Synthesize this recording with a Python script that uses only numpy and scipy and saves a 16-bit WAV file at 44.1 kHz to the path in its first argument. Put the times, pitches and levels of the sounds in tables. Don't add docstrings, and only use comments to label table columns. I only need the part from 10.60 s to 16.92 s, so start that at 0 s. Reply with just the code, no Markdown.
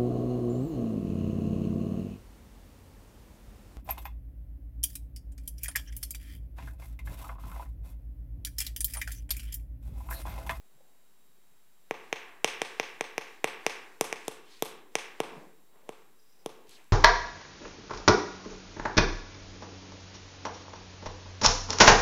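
import sys
import numpy as np
from scipy import signal
from scipy.fft import rfft, irfft
from scipy.io import wavfile

SR = 44100
rng = np.random.default_rng(int(sys.argv[2]) if len(sys.argv) > 2 else 0)


def store_wav(level_fs):
    pcm = np.round(np.clip(np.atleast_2d(level_fs), -1, 1) * 32767)
    wavfile.write(sys.argv[1], SR, pcm.T.astype(np.int16))


def attenuation_scalar(level_db):
    decades = np.asarray(level_db, float) / 20
    return 10 ** decades


N = 278800

# frequency in Hz, density in dB per Hz.
AIR_SPECTRUM = [(35, -67.5), (72, -6), (105, 7), (150, 1.5), (246, 0), (334, -9.5), (375, -1), (573, -7.5),
                (629, -5), (895, -5.5), (3840, -11.5), (5100, -13.5), (15400, -10.5), (16500, -18.5)]
# frequency in Hz, level in dB rms.
WHINES = [(371, -88), (3840, -87), (7531, -84), (15682, -95)]
# peak time in seconds, level in dB, swell and fade in seconds per 20 dB.
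BUMPS = [(.306, -71.5, 0.45, 0.2), (.9, -85, 1.9, 5), (4.766, -48.5, 0.24, 0.15), (5.144, -73, 0.22, 0.1),
         (5.32, -56.5, 0.22, 0.03), (5.888, -64, 0.087, 0.43), (6.196, -70.5, .8, .09)]
# frequency in Hz, density in dB per Hz.
BUMP_SPECTRUM = [(53, -58), (90, -46), (157, 5), (271, 4), (416, 10), (1070, 2), (1500, -22.5), (2000, -9),
                 (2600, -52), (4400, -120)]
# start in seconds, peak in dB, frequency in Hz.
KNOCKS = [(0.144, -62, 133), (.205, -56, 553), (0.773, -70, 172), (.78, -67, 403), (0.902, -67, 124),
          (4.765, -46, 160), (4.859, -52.5, 200), (5.154, -58, 433), (6.05, -52, 442), (6.082, -59, 69),
          (6.123, -68, 69)]
# frequency in Hz, level in dB, decay time t60 in seconds.
HALL = [(100, -16, 0.4), (170, -3, 0.55), (300, -6.5, 0.96), (700, -9, 0.52), (1547, 9, 0.61),
        (2500, 9, 0.47), (4000, 6, 0.43), (7300, 13, 0.26), (12200, 9, 0.22)]
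# delay in seconds, level in dB.
ECHOES = [(.0027, -19), (.0066, -20), (0.0283, -22.5), (0.032, -13), (0.0364, -27.5), (.0401, -23.5),
          (0.0406, -19.5)]
# start in seconds, board thud in dB, then knock, tick and chalk ring in dB
LANDINGS = [(1.31, -17.5, -2.5, -14.5, -28), (1.5277, -20, 3.5, -4, -18), (1.8451, -13.5, 2.1, 1, -7.5),
            (2.0177, -18, 0.6, -5, -10.5), (2.1984, -17.5, 3, -2.5, -20.5), (2.4095, -18.5, 1, -5.5, -13.5),
            (2.5801, -19.5, 2, -3.5, -18), (2.8432, -13.5, 0.7, -9.5, -13), (3.0651, -15, 2, -0.8, -12),
            (3.4107, -12, -6.5, -3, -8.5), (3.527, -24, 5, -0.5, -9), (3.681, -19, -13, -7.5, -9),
            (4.0236, -14, -12, -9, -12), (4.3541, -17, 2, 1.2, -7.5), (4.6028, -13, -9.5, -15, -19),
            (5.2917, -24, -12.5, -18, -20.5), (5.8608, -19, -20.5, -12.5, -20)]
# knock in Hz, upper knock in Hz, then upper knock
# and tip ring in dB relative to the thud.
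GRIPS = [(2250, 2500, -27, -32), (2430, 3000, -8, -24), (2680, 3100, -3, -12), (2340, 3150, -1.5, -24),
         (2470, 3280, -9, -20.5), (2350, 3300, -7, -23), (2390, 3670, -17, -14.5), (2470, 3330, -11.5, -14),
         (2520, 3470, -10, -15), (2610, 3360, -10, -6.5), (2330, 3600, -14, -18), (2860, 3470, -8.5, -9.5),
         (2680, 3460, -5, -6), (2530, 3220, -5, -13.5), (2670, 3160, -13, -20.5), (2560, 3050, -15, -24),
         (2860, 3390, -11, -16)]
# frequency in Hz, level in dB, decay time t60 in seconds, sign.
PANEL_MODES = [(160, -34, 0.1, 0.59), (406, -0.23, 0.013, 0.95), (440.5, -21.5, 0.3, 0.83),
               (854, -1.5, 0.01, -1.014), (1084, -11.5, 0.01, -0.95)]
# part (1 knock, 2 upper knock, 3 tick, 4 chalk ring, 5 tip ring), share of the
# part's frequency as a ratio, level in dB, decay time t60 in seconds, sign.
CONTACT_MODES = [(1, 0.866, -0.5, 0.0074, -0.84), (1, 1.009, 6, 0.005, -0.97), (2, 0.97, 5, 0.0054, -0.95),
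                 (3, 0.833, 1.5, 0.0039, -1.04), (3, 1.029, 9, 0.0034, 0.99),
                 (4, 0.827, 3.5, 0.0043, -1.64), (4, 1.004, 12, 0.0036, 0.94),
                 (5, 0.992, 6.5, 0.0042, -1.25), (5, 1.12, 2, 0.0044, 1), (5, 1.32, -5, 0.0044, -1.1)]
# time of fastest motion in seconds, level in dB, length in seconds,
# brightness in dB.
STROKES = [(1.456, -69, 0.28, 5), (1.67, -59, .2, -5.5), (2.037, -53.5, .12, 0.2), (2.227, -58.5, 0.29, 1),
           (2.664, -66, .2, 7), (3.075, -56, 0.19, 0), (3.24, -61.5, 0.26, -0.5), (3.591, -58, 0.23, 1.3),
           (3.675, -68, .05, 13), (3.93, -72, .16, 11), (4.06, -65, 0.12, 3), (4.41, -56, 0.12, 1),
           (4.604, -61.5, 0.16, 1), (4.768, -62, 0.19, -0.5), (5.17, -70, .06, -8), (5.32, -67, .15, 3),
           (5.9, -74, .6, 1.5), (6.13, -76, .1, 12), (6.19, -68, .15, -3)]
# frequency in Hz, density in dB per Hz.
SCRAPE_SPECTRUM = [(410, -25.5), (700, 4), (1210, 0), (1300, -3.5), (1480, -3), (2960, -7), (4210, -10.5),
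                   (8310, -16.5), (9860, -17.5), (16000, -45)]
# start in seconds, force in dB, ring in Hz.
TOUCHES = [(3.6515, -41, 8000), (3.996, -48, 9500), (4.0497, -24, 8500), (6.081, -50, 9500),
           (6.0937, -33, 8300), (6.1105, -35, 7800), (6.243, -44, 7800)]
# time in seconds, level in dB, centre frequency in Hz.
BRUSH = [
    [(3.78, -71, 2270), (3.832, -75, 2220), (3.892, -61.5, 3610), (3.936, -60.5, 4200), (4.01, -65, 3560)],
    [(6.04, -87, 2870), (6.068, -76, 4100), (6.098, -59.5, 4200), (6.155, -58, 4000), (6.185, -61, 2260),
     (6.206, -65, 1990), (6.32, -81, 2560)],
]


def rms_one(x):
    return x / np.sqrt(np.mean(x ** 2) + 1e-20)


def at_hz(points, hz, column=1):
    points = np.array(points)
    return np.interp(np.log(hz), np.log(points[:, 0]), points[:, column])


def coloured(x, spectrum):
    hz = np.arange(N // 2 + 1) * SR / N + 1
    below, above = (spectrum[0][0] / 2, -70), (spectrum[-1][0] * 1.1, -70)
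    closed = [below] + list(spectrum) + [above]
    return rms_one(irfft(rfft(x) * attenuation_scalar(at_hz(closed, hz)), N))


def drift(rate_hz):
    r = np.exp(-2 * np.pi * rate_hz / SR)
    settled = signal.lfilter([1], [1, -2 * r, r * r], rng.standard_normal(N + SR))[SR:]
    return rms_one(settled)


def band_pass(x, low_hz, high_hz):
    return signal.sosfilt(signal.butter(2, [low_hz, high_hz], "band", fs=SR, output="sos"), x)


def add_mode(out, s, db, hz, t60, rise_s, sign):
    first = int(s * SR)
    t = np.arange(min(int(1.5 * t60 * SR), N - first)) / SR
    swell = 1 - np.exp(-t / max(rise_s, 1e-5))
    out[first:first + len(t)] += sign * attenuation_scalar(db - 60 * t / t60) * swell * np.sin(2 * np.pi * hz * t)


def air():
    t = np.arange(N) / SR
    whines = sum(attenuation_scalar(db + 4.5) * np.sin(2 * np.pi * hz * t) for hz, db in WHINES)
    return attenuation_scalar(-69) * coloured(rng.standard_normal(N), AIR_SPECTRUM) + whines


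def bumps():
    t = np.arange(N) / SR
    moves = 0
    for s, db, swell_s, fade_s in BUMPS:
        moves = moves + attenuation_scalar(db - 20 * np.maximum((s - t) / swell_s, (t - s) / fade_s))
    return moves * attenuation_scalar(2 * drift(10)) * coloured(rng.standard_normal(N), BUMP_SPECTRUM)


def knocks():
    out = np.zeros(N)
    for s, db, hz in KNOCKS:
        for ratio, part_db in [(0.97, 7.5), (1.47, -2.0), (0.41, -24.0)]:
            add_mode(out, s, db + part_db, hz * ratio, 9.0 / hz + .02, .003, 1)
    return out


def hall(x):
    speaker_delay_s = .029
    t = np.arange(SR) / SR
    late = np.maximum(t - speaker_delay_s, 0)
    near = attenuation_scalar(4 - 60 * t / .15) * (t > .003) * (t < .045)
    edges = 90 * 2 ** np.arange(0, 7.6, .5)
    white = rng.standard_normal((2, SR))
    tail = 0
    for k, (low, high) in enumerate(zip(edges, edges[1:])):
        hz = np.sqrt(low * high)
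        t60 = at_hz(HALL, hz, column=2)
        plateau = attenuation_scalar(-60 * (late / t60) ** 1.377)
        early = attenuation_scalar(-12.0 - 60 * late / 0.12)
        far = (plateau + early) * np.clip(late / 0.0035, 0, 1)
        tail = tail + attenuation_scalar(at_hz(HALL, hz) - 43.5) * (near + far) * band_pass(white[k % 2], low, high)
    echoes = np.zeros(SR)
    for delay_s, db in ECHOES:
        echoes[int(delay_s * SR)] = -attenuation_scalar(db)
    echoes = band_pass(attenuation_scalar(3) * echoes, 900, 12000)
    return signal.fftconvolve(x, tail + echoes)[:N]


def landings(far, shifts):
    contact_hz, pitch_spread = np.array((5860, 8760, 11200)), .02
    decay_share = .3 if far else 1
    out = np.zeros(N)
    for landing, grip, shift in zip(LANDINGS, GRIPS, shifts):
        s, thud_db, knock_db, tick_db, ring_db = landing
        knock_hz, upper_hz, upper_db, tip_db = grip
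        for hz, db, t60, sign in PANEL_MODES:
            overtone_db = (sign < 0) * (1.93 + 0.32 * knock_db)
            add_mode(out, s + .00005, thud_db + db + overtone_db, hz, t60, .00015, sign)
        part_db = knock_db, upper_db, tick_db, ring_db, tip_db - 3 * far
        part_hz = [knock_hz, upper_hz, *contact_hz * (1 + pitch_spread * shift[2:])]
        for part, share, db, t60, sign in CONTACT_MODES:
            k = int(part) - 1
            rise_s = .0002 if k < 2 else .0005
            mode_db, mode_hz = thud_db + part_db[k] + db, part_hz[k] * share
            add_mode(out, s - .00006, mode_db, mode_hz, t60 * decay_share, rise_s, sign)
    return out


def scrape():
    grains_per_s, edge_db = 9000, 8.5
    born = rng.random(N) < grains_per_s * attenuation_scalar(2 * drift(40)) / SR
    grains = born * attenuation_scalar(2.5 * rng.exponential(1, N)) * rng.choice([-1, 1], N)
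    grit = coloured(grains, SCRAPE_SPECTRUM)
    dull = signal.sosfilt(signal.butter(2, 3000, fs=SR, output="sos"), grit)
    t, low, high = np.arange(N) / SR, 0, 0
    for s, db, length_s, tilt_db in STROKES:
        speed = attenuation_scalar(db - edge_db * np.abs(2 * (t - s) / length_s) ** 1.3)
        low = low + speed * attenuation_scalar(-tilt_db)
        high = high + speed * attenuation_scalar(tilt_db)
    return attenuation_scalar(-2.5 + 1.0 * drift(23)) * (dull * low + (grit - dull) * high)


def touches():
    out = np.zeros(N)
    for s, db, hz in TOUCHES:
        for ratio, part_db in [(.38, -6), (.62, -6), (.82, -3), (1, -1), (1.2, -3), (1.4, -5)]:
            add_mode(out, s, db + part_db, hz * ratio, .0025, .0003, 1)
    return out


def brush():
    rows = []
    for spell in BRUSH:
        first, last = spell[0], spell[-1]
        rows += [(first[0] - .03, -110, first[2]), *spell, (last[0] + .02, -110, last[2])]
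    s, db, hz = np.transpose(rows)
    t = np.arange(N) / SR
    level_db, centre_hz = np.interp(t, s, db), np.interp(t, s, hz)
    out, edges = 0, 700 * 2 ** np.arange(0, 4.4, .4)
    for low, high in zip(edges, edges[1:]):
        band = rms_one(band_pass(rng.standard_normal(N), low, high))
        octaves_off = np.abs(np.log2(np.sqrt(low * high) / centre_hz))
        out = out + band * attenuation_scalar(-16 * octaves_off + 2.5 * drift(30))
    return attenuation_scalar(level_db - 3.0) * out


def chatter():
    start_s, bounces_per_s, jitter = 5.602, 31.5, .12
    first_db, fade_db_per_s, spread_db = -65, 9, 1.5
    puffs, t = np.zeros(N), np.arange(N) / SR
    for k, (late, strong) in enumerate(rng.standard_normal((8, 2))):
        after_s = (k + jitter * late) / bounces_per_s
        db = first_db - fade_db_per_s * after_s + spread_db * strong
        puffs += attenuation_scalar(db - 5) * np.exp(-((t - start_s - after_s) / 0.012) ** 2)
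    resonances = [(4550, -19), (4950, 3.0), (5400, -5), (5850, 1), (6250, -25)]   # Hz, dB per Hz
    return puffs * coloured(rng.standard_normal(N), resonances)


def scene():
    ticks, small = touches(), scrape() + knocks()
    shifts = rng.standard_normal((len(LANDINGS), 5))
    back = hall(landings(1, shifts) + small + attenuation_scalar(-3.5) * ticks)
    board = landings(0, shifts) + ticks + small
    return (board + back + chatter() + brush() + bumps() + air())[None]


def band_limit(x):
    return signal.sosfilt(signal.butter(12, 16830, fs=SR, output="sos"), x)


def record(dry):
    peak_limit, shift_hz = .75, 11500
    close = signal.sosfilt(signal.butter(6, 138, "high", fs=SR, output="sos"), dry)
    close = close + attenuation_scalar(-8) * signal.sosfilt(signal.butter(2, 55, fs=SR, output="sos"), dry)
    close = peak_limit * np.tanh(close / peak_limit)
    lifted = close * np.cos(2 * np.pi * shift_hz * np.arange(N) / SR)
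    top_band = signal.butter(6, [12300, 15800], "band", fs=SR, output="sos")
    close = close + attenuation_scalar(-24) * signal.sosfilt(top_band, lifted)
    close = close - .0021 + attenuation_scalar(-100) * drift(54)
    mix = signal.sosfilt(signal.cheby2(10, 60, 16900, fs=SR, output="sos"), close)
    return band_limit(mix)


dry = scene()
out = record(dry)
store_wav(out)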